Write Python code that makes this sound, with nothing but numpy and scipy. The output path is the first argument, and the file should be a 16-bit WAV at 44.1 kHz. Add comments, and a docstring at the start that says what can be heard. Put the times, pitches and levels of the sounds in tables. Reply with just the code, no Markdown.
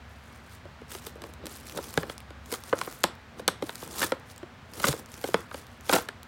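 """Sharp snaps and hollow pops of a stiff plastic blister shell, peeled off its cardboard close by in a carpeted room.
Each snap is a run of cracks that rings the shell's modes; one panel resonates at its own pitch over a hollow boom.
Between them the glued seam rips in spurts of tiny random fibre breaks, with plastic crinkles and drumming card.
Single glue spots tick (noise bursts) and a few times the pack bumps the carpet (short, damped low tones).
Behind lie a low wavering hum, a soft rumble and air (shaped noise); diffuse reflections surround the pack."""
import sys
import numpy as np
from scipy import signal
from scipy.fft import rfft, irfft
from scipy.io import wavfile

SR = 44100
rng = np.random.default_rng(int(sys.argv[2]) if len(sys.argv) > 2 else 0)


def transcribe(signal):
    """Save signal, clipped to [-1, 1], as a 16-bit WAV file at the path in sys.argv[1]."""
    frames = np.atleast_2d(signal).T
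    limited = np.clip(frames, -1, 1)
    pcm = np.round(limited * 32767).astype(np.int16)
    wavfile.write(sys.argv[1], SR, pcm)


N = 276830
CUTOFF_HZ = 16100  # top of the shell modes and of the finished sound
RING = 4096  # length of a short sound and of the filter spectra, in samples
FADE = np.linspace(5, -1, RING).clip(0, 1)  # full level at first, then a smooth close


def from_db(db):
    """Decibels to gain."""
    return 10 ** (np.asarray(db) / 20)


def rms_one(x):
    """Scale to unit power."""
    return x / np.sqrt(np.mean(x ** 2) + 1e-20)


def at_hz(points, hz):
    """Read a curve over pitch on a log-frequency axis."""
    point_hz, value = np.transpose(points)
    return np.interp(np.log(hz + 1), np.log(point_hz), value)


def causal(gain):
    """The minimum-phase response with these gains: nothing sounds early."""
    cepstrum = irfft(np.log(gain + 1e-6))
    cepstrum[1:RING // 2] *= 2
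    cepstrum[RING // 2 + 1:] = 0
    return np.exp(rfft(cepstrum))


def coloured(x, spectrum):
    """Filter by a spectrum; white input keeps its power."""
    hz = np.fft.rfftfreq(RING, 1 / SR)
    gain = rms_one(from_db(at_hz(spectrum, hz)))
    return signal.fftconvolve(x, irfft(causal(gain)))[:N]


def drift(rate):
    """Random wandering with spread 1, taking a new direction `rate` times per second."""
    knots = rng.standard_normal(int(N / SR * rate) + 2)
    return rms_one(np.interp(np.arange(N) / SR * rate, np.arange(len(knots)), knots))


def add(out, s, sound):
    """Mix a sound in at a time."""
    at = max(int(s * SR), 0)
    out[at:at + len(sound)] += sound[:max(N - at, 0)]


# fader moves of the room hum: time_s, level_db
HUM_LEVEL = [(0, -49), (.6, -57.5), (2.4, -51.5), (2.7, -66), (4.3, -62), (6.28, -68)]
# tone of the rumble of hands on the pack: pitch_hz, density_db (per Hz, relative)
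RUMBLE_TONE = [(40, -23.5), (85, 2), (125, -3.5), (190, -10.5), (240, -1.5), (320, -28.5), (700, -44.5)]
# tone of the still air: pitch_hz, density_db (per Hz, relative)
AIR_TONE = [(25, -11), (50, 5), (130, 5), (240, 3), (310, -1), (520, 2), (760, 2.5), (1050, 1.5),
            (1550, 1.5), (2400, -4), (4000, -10), (8000, -22.5), (16000, -49)]
RUMBLE_DB, AIR_DB = -52.5, -52


def background(hum_hz, wavers_per_s):
    """A low sine wavering in level and phase, the noise rumble of hands on the pack, and still air as noise."""
    t = np.arange(N) / SR
    hum_s, hum_db = np.transpose(HUM_LEVEL)
    phase = 2 * np.pi * hum_hz * t
    hum = rms_one((5.4 + drift(wavers_per_s)) * np.sin(phase) + drift(wavers_per_s) * np.cos(phase))
    rumble = coloured(rng.standard_normal(N), RUMBLE_TONE)
    air = coloured(rng.standard_normal(N), AIR_TONE)
    return from_db(np.interp(t, hum_s, hum_db)) * hum + from_db(RUMBLE_DB) * rumble + from_db(AIR_DB) * air


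# how long the room rings, to 60 dB down: pitch_hz, t60_s
ROOM_T60 = [(150, 0.22), (500, 0.29), (1400, 0.38), (3700, 0.24), (10000, 0.2), (16000, 0.1)]


def room(x, wet_db, first_s):
    """Diffuse reflections start after a short gap and die band by band."""
    t, tail = np.arange(SR // 2) / SR, 0
    edges = np.geomspace(100, 17000, 11)
    for low, high in zip(edges, edges[1:]):
        t60 = at_hz(ROOM_T60, np.sqrt(low * high))
        band_pass = signal.butter(2, [low, high], "band", fs=SR, output="sos")
        band = signal.sosfilt(band_pass, rng.standard_normal(len(t)))
        tail = tail + band * np.exp(-np.log(1000) * t / t60)
    # silent until first_s, fully open at twice that
    opening = np.clip(t / first_s - 1, 0, 1)
    return from_db(wet_db) * signal.fftconvolve(x, tail * opening)[:N]


# a few times the pack bumps the carpet: start_s, drive_db (before attack and decay), pitch_hz
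THUMPS = [(1.979, -21, 163), (4.846, -25, 206), (4.888, -22, 144), (4.902, -25, 140)]


def thumps(attack_s, decay_s):
    """The bumped pack swings for a few cycles, damped by hands and carpet."""
    out, t = np.zeros(N), np.arange(RING) / SR
    envelope = (1 - np.exp(-t / attack_s)) * np.exp(-t / decay_s) * FADE
    for s, drive_db, hz in THUMPS:
        add(out, s, from_db(drive_db) * np.sin(2 * np.pi * hz * t) * envelope)
    return out


# single spots of glue let go: start_s, strength_db (relative)
TICKS = [(0.9173, -23.5), (1.0503, -31), (1.3375, -30.5), (1.457, -26.5), (1.563, -27.5), (1.697, -26.5),
         (1.9405, -20), (2.18, -25.5), (2.204, -30), (2.4593, -30.5), (2.6374, -24.5), (2.7891, -20.5),
         (2.9253, -26), (3.0352, -14.5), (3.153, -39), (3.756, -21), (3.8765, -24), (4.066, -22),
         (4.198, -39), (4.362, -34.5), (4.3798, -31), (4.7363, -25.5), (5.06, -32.5), (5.1412, -27),
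         (5.2143, -26), (5.2754, -24), (5.668, -33), (5.809, -32.5), (6.2311, -27.5)]
# bright tone of tearing paper, for the ticks and the seam: pitch_hz, density_db (per Hz, relative)
RIP_TONE = [(300, -6), (900, 7), (2000, 1.5), (3800, 2.5), (5500, 2.5), (8500, 2.5), (12000, -1.5),
            (16000, -4)]


def glue_ticks(decay_s, level_db):
    """Each spot of glue parts with a tiny bright burst that scatters briefly in the card."""
    out, t = np.zeros(N), np.arange(RING) / SR
    scatter = from_db(-14) * np.exp(-t / (4 * decay_s))
    burst = np.exp(-t / decay_s) + scatter
    for s, strength_db in TICKS:
        add(out, s, from_db(strength_db + level_db) * rng.standard_normal(RING) * burst)
    return coloured(out, RIP_TONE)


def breaks(per_s, spread_db):
    """Fibres break at random, with widely spread strengths; unit power."""
    born = rng.random(N) < per_s / SR
    strength = from_db(spread_db * np.minimum(rng.exponential(1, N), 4))
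    return rms_one(born * strength * rng.choice([-1, 1], N))


def slips(per_s, decay_s, spread_db, creep):
    """The tear front jumps: each jump starts at once and dies fast, over a steady creep; unit power."""
    sizes = from_db(spread_db * np.clip(rng.standard_normal(N), -2, 2))
    jumps = (rng.random(N) < per_s / SR) * sizes
    return rms_one(creep + signal.lfilter([1], [1, -np.exp(-1 / (decay_s * SR))], jumps))


def edge_echo(x, share, delay_ms, shifts_per_s):
    """The nearby edge reflects each break, inverted; the delay, and so the colour, shifts as the tear jumps along."""
    n = np.arange(N)
    lag = delay_ms / 1e3 * SR * 2 ** (.5 * drift(shifts_per_s))
    echo = x[np.clip(n - lag.astype(int), 0, N - 1)]
    return (x - share * echo) / np.sqrt(1 + share ** 2)


def crinkles(per_s, spread_db, q, count=10):
    """Tiny creases in the blister's rim tick at random, each at a high pitch of its own; unit power."""
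    total = np.zeros(N)
    for hz in np.geomspace(3500, 14000, count):
        ticks = breaks(per_s / count, spread_db) + 1e-18
        total += signal.lfilter(*signal.iirpeak(hz, q, fs=SR), ticks)
    return rms_one(total)


SWELL_CURVE = 1.3  # above 1, a swell starts and stops more abruptly than it crests


def swell(s, level_db, rise_s, fall_s):
    """Gain that grows to a climax and dies away, by 20 dB in each given time."""
    t = np.arange(N) / SR - s
    away = np.maximum(-t / rise_s, t / fall_s).clip(0, 5)
    return from_db(level_db - 20 * away ** SWELL_CURVE)


# the seam peels under a held pull: start_s, end_s, strength_db
PEELS = [(0.093, 0.565, -66.5), (0.92, 1.165, -65), (1.223, 1.3, -63), (1.464, 2.12, -52.5),
         (2.524, 3.053, -56), (3.63, 4.07, -54), (4.747, 4.995, -52), (5.094, 5.433, -58.5),
         (5.512, 5.74, -64.5), (5.83, 5.98, -71)]
PEEL_ATTACK_DB_PER_S, PEEL_RELEASE_DB_PER_S = 800, 345
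# the pull is never quite steady
WAVER_DB, WAVERS_PER_S = 4, 19
# the tear runs away, then stalls: climax_s, strength_db, rise_s (by 20 dB), fall_s (by 20 dB)
SPURTS = [(0.925, -44, .042, .11), (1.07, -47, .045, .055), (1.775, -48, .08, .04), (2.53, -41, .06, .06),
          (2.69, -50.5, .08, .06), (2.785, -46.5, .04, .1), (2.93, -50.5, .05, .13),
          (3.395, -53, .025, .03), (3.92, -47.5, .07, .1), (4.03, -33.5, .11, .08), (4.305, -52, .05, .05),
          (4.755, -47.5, .035, .045), (4.88, -31.5, .11, .07), (5.28, -47, .09, .11), (5.4, -52, .06, .05),
          (5.59, -49, .09, .06), (5.94, -30, .07, .08)]


def ripping():
    """Strength of the tear: wavering held pulls and runaway spurts add in power."""
    t = np.arange(N) / SR
    waver_db = WAVER_DB * drift(WAVERS_PER_S)
    strengths = [swell(*row) for row in SPURTS]
    for start, end, db in PEELS:
        before_db = PEEL_ATTACK_DB_PER_S * np.maximum(start - t, 0)
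        after_db = PEEL_RELEASE_DB_PER_S * np.maximum(t - end, 0)
        strengths.append(from_db(db + waver_db - before_db - after_db))
    return np.linalg.norm(strengths, axis=0)


# fingers shift their grip and scuff the card: climax_s, level_db
SCUFFS = [(1.08, -68), (1.24, -44), (1.45, -44.5), (1.775, -43), (2.03, -42.5), (2.785, -53), (3.045, -56),
          (3.4, -48), (3.88, -47.5), (4.79, -45.5), (5.0, -49), (5.57, -51)]
SCUFF_RISE_S, SCUFF_FALL_S = 0.089, 0.094
# dull tone of the drumming card: pitch_hz, density_db (per Hz, relative)
CARD_TONE = [(120, 1.5), (230, 6), (450, 7), (750, -5), (1200, -7), (2000, -23), (4000, -17.5),
             (9000, -49.5)]
# mix relative to the strength of the tear
FIBRES_DB, CRINKLES_DB, DRUMMING_DB = 1, -5, -5.5


def seam():
    """Ripping paper crackles brightly and plastic crinkles; tugs and scuffing fingers drum on the card."""
    rip = ripping()
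    scuffing = sum(swell(s, db, SCUFF_RISE_S, SCUFF_FALL_S) for s, db in SCUFFS)
    jumps = slips(per_s=170, decay_s=.0018, spread_db=4, creep=.6)
    fibres = breaks(per_s=9000, spread_db=1.0) * jumps
    fibres = edge_echo(fibres, share=.45, delay_ms=.3, shifts_per_s=90)
    tugs = breaks(per_s=2500, spread_db=2.5) * slips(per_s=90, decay_s=.003, spread_db=3, creep=.7)
    paper = coloured(fibres * rip * from_db(FIBRES_DB), RIP_TONE)
    plastic = crinkles(per_s=230, spread_db=3.0, q=8.9) * rip * from_db(CRINKLES_DB)
    card = coloured(tugs * np.hypot(rip * from_db(DRUMMING_DB), scuffing), CARD_TONE)
    return paper + plastic + card


def shell_modes(t60_at_1k, slope, count=320):
    """A thin shell has evenly crowded modes, the high ones dying first: one ringing row each."""
    t = np.arange(RING) / SR
    hz = (np.arange(count) + 1 + rng.uniform(-.5, .5, count)) * CUTOFF_HZ / count
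    t60 = t60_at_1k * (hz / 1e3) ** -slope
    return np.cos(2 * np.pi * hz[:, None] * t) * np.exp(-np.log(1000) * t / t60[:, None])


def evened(wave):
    """Level a spectrum over about half an octave; the finer peaks and gaps of the modes remain."""
    k, total = np.arange(len(wave)), np.cumsum(np.abs(wave) ** 2)
    low = np.maximum(k - k // 6 - 9, 0)
    high = np.minimum(k + k // 6 + 9, k[-1])
    return wave / np.sqrt((total[high] - total[low]) / (high - low) + 1e-9)


# the shell buckles: start_s, crack_db, boom_db (hollow), brightness_db_per_octave (of the crack),
# panel_hz (resonance of the panel that flips), break_ms (length of the run of cracks)
SNAPS = [(0.6532, -20, 1, -7.5, 477, 2.1), (0.8147, -23, -3, -6, 480, 3.3), (0.949, -5, 0, -4.5, 400, 2.1),
         (1.067, -9, -2.5, -2, 460, 0.67), (1.1554, -35, -2.5, 0.5, 484, 1.5),
         (1.2189, -12, -8, -3.5, 1160, 1.9), (1.238, -6.5, 4, -6.5, 1190, 1.7),
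         (1.4679, -8.5, -0.5, -1.5, 390, 0.37), (1.772, -2.5, 8, -3.5, 554, 7.9),
         (1.7847, 2, 8, -31, 496, 4.4), (1.975, 11, 23, -7, 1700, 1.95), (2.0305, -0.5, 9, -11, 1760, 4.1),
         (2.0969, 0, 9, -8.5, 3430, 1.9), (2.3045, -12, -0.5, -7.5, 213, 2.8),
         (2.5238, -2.5, 9.5, -2, 490, 3.3), (2.539, -1.5, -4, -2.5, 1200, 2.4),
         (2.727, 16, 21, -18.5, 486, 5.1), (2.8133, 6.5, -12, -7, 1200, 1.35),
         (2.874, 2, 6, -24, 470, 2.05), (3.0389, 15.5, 21, -4.5, 950, 0.75),
         (3.3942, -5, 4, -8.5, 545, 3.8), (3.479, 10, 20, -1.7, 4200, 0.58),
         (3.4847, 10, 10.5, -7.5, 1330, 1.15), (3.623, 0, 17.5, -7, 318, 3.6),
         (3.6935, 3, 1.5, -9.5, 3400, 1.2), (3.8263, -4.5, 4, -27, 890, 3.2),
         (4.0158, 6.5, 12, -8.5, 1690, 2.35), (4.028, 11.5, 9, -8.5, 1830, 2.7),
         (4.0347, 5, 13.5, -6, 1500, 8.8), (4.12, 11, 17, -10, 525, 2.17), (4.428, -10.5, 5, -11, 363, 5.7),
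         (4.7993, -3, -3, -4.5, 306, 2.4), (4.8401, 15.5, 13, -9.5, 1260, 6.6),
         (4.867, 0, 13.5, -0.5, 586, 10.6), (4.883, 2.5, 19.5, 0, 148, 3.3), (4.9277, 0.5, 2, -5, 500, 1.1),
         (4.9368, -5, 10.5, -22, 513, 1.32), (5.2398, 3.5, 15.5, -7, 596, 3.4),
         (5.2867, -9, 9, -12, 400, 2.1), (5.3422, 16.5, 23.5, -10, 620, 2.25),
         (5.5123, -4, -10, -13, 1320, 2.2), (5.5429, -1, 3.5, -7.5, 553, 3.4),
         (5.894, 13.5, 17.5, -7.5, 630, 2.7), (5.926, 14, 17, -12, 507, 1.7),
         (5.9307, 16, 23, -5, 330, 8.8), (5.9393, 11.5, 18, -7.5, 456, 3.9), (5.9483, 7, 20, -11, 710, 4.3),
         (5.96, 12, 20, -11.5, 740, 6), (5.9797, 5.5, 8, -10, 900, 12), (6.0867, 2, 0, -7, 1660, 2.9)]
# sharp voice of a snap: pitch_hz, level_db
CRACK_TONE = [(240, -10), (500, -3.5), (930, 1.5), (1600, 0)]
# hollow voice of a snap, the air inside: pitch_hz, level_db
BOOM_TONE = [(120, -8), (240, -3), (480, 0.5), (930, -15.5), (2000, -31.5), (8000, -73)]
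# treble colour of the shell: pitch_hz, level_db
SHELL_TONE = [(1700, 0), (2600, -1.5), (3600, 4), (4900, 1.5), (6500, -1.5), (8800, 2.5), (13000, -1.5),
              (16000, -10.5)]
KNEE_HZ = 1480  # brightness tilts the crack above this pitch


def snaps(scatter, panel_db, grit_db, low_cut_hz, lag_ms):
    """A crease cracks and bending waves cross the shell, treble first.

    One panel resonates at its own pitch over a hollow boom of the air inside.
    """
    out, modes = np.zeros(N), shell_modes(t60_at_1k=.028, slope=.5)
    hz, ms = np.fft.rfftfreq(RING, 1 / SR), np.arange(RING) / SR * 1e3
    # a small shell radiates little bass
    bass_cut = hz ** 3 / (hz ** 3 + low_cut_hz ** 3)
    radiated = from_db(at_hz(SHELL_TONE, hz)) * bass_cut / (1 + (hz / CUTOFF_HZ) ** 40)
    # bending waves travel at a speed that grows with the root of frequency; lag_ms is their delay near 500 Hz
    travel = np.exp(-4j * np.pi * lag_ms / 1e3 * np.sqrt(650 * (hz + 150)))
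    octaves = np.log2(np.maximum(hz / KNEE_HZ, 1))
    for s, crack_db, boom_db, brightness, panel_hz, break_ms in SNAPS:
        # every crease meets the modes with strengths of its own
        ring = (1 + scatter * rng.standard_normal(len(modes))) @ modes
        # the run of cracks swells and dies within about the length of the break
        progress = ms / break_ms
        run = np.sqrt(progress) * np.exp(-2 * progress ** 2)
        grit = from_db(grit_db * rng.standard_normal(RING))
        cracks = rng.standard_normal(RING) * grit * run
        wave = evened(rfft(ring) * rfft(cracks))
        # the flipping panel's resonance stands out by panel_db
        panel = 1 / (1 + (3 * (hz / panel_hz - panel_hz / (hz + 1))) ** 2)
        crack = from_db(crack_db + at_hz(CRACK_TONE, hz) + brightness * octaves)
        boom = from_db(boom_db + at_hz(BOOM_TONE, hz))
        colour = np.hypot(crack, boom) * from_db(panel_db * panel)
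        snap = irfft(wave * causal(colour * radiated) * travel)
        # start a third of the lag early, since the waves need time to cross
        add(out, s - lag_ms / 3e3, FADE * snap)
    return out


def scene():
    """The microphone faces the flipping panel; the walls hear the shell from all sides, with a smoother spectrum."""
    facing = snaps(scatter=3.53, panel_db=7, grit_db=4, low_cut_hz=117, lag_ms=2.474)
    all_round = snaps(scatter=.3, panel_db=1, grit_db=4, low_cut_hz=150, lag_ms=2)
    paper = seam() + glue_ticks(decay_s=0.00051, level_db=-6.5)
    walls = room(all_round + paper, wet_db=-42.0, first_s=0.00043)
    bumps = thumps(attack_s=0.00069, decay_s=.01)
    return (facing + bumps + paper + walls + background(hum_hz=70, wavers_per_s=8))[None]


def record(dry):
    """The microphone drops the deep bass; the top is cut steeply."""
    thin = signal.sosfilt(signal.butter(6, 42, "high", fs=SR, output="sos"), dry)
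    return signal.sosfilt(signal.ellip(10, .1, 80, CUTOFF_HZ, fs=SR, output="sos"), thin)


dry = scene()
out = record(dry)
transcribe(out)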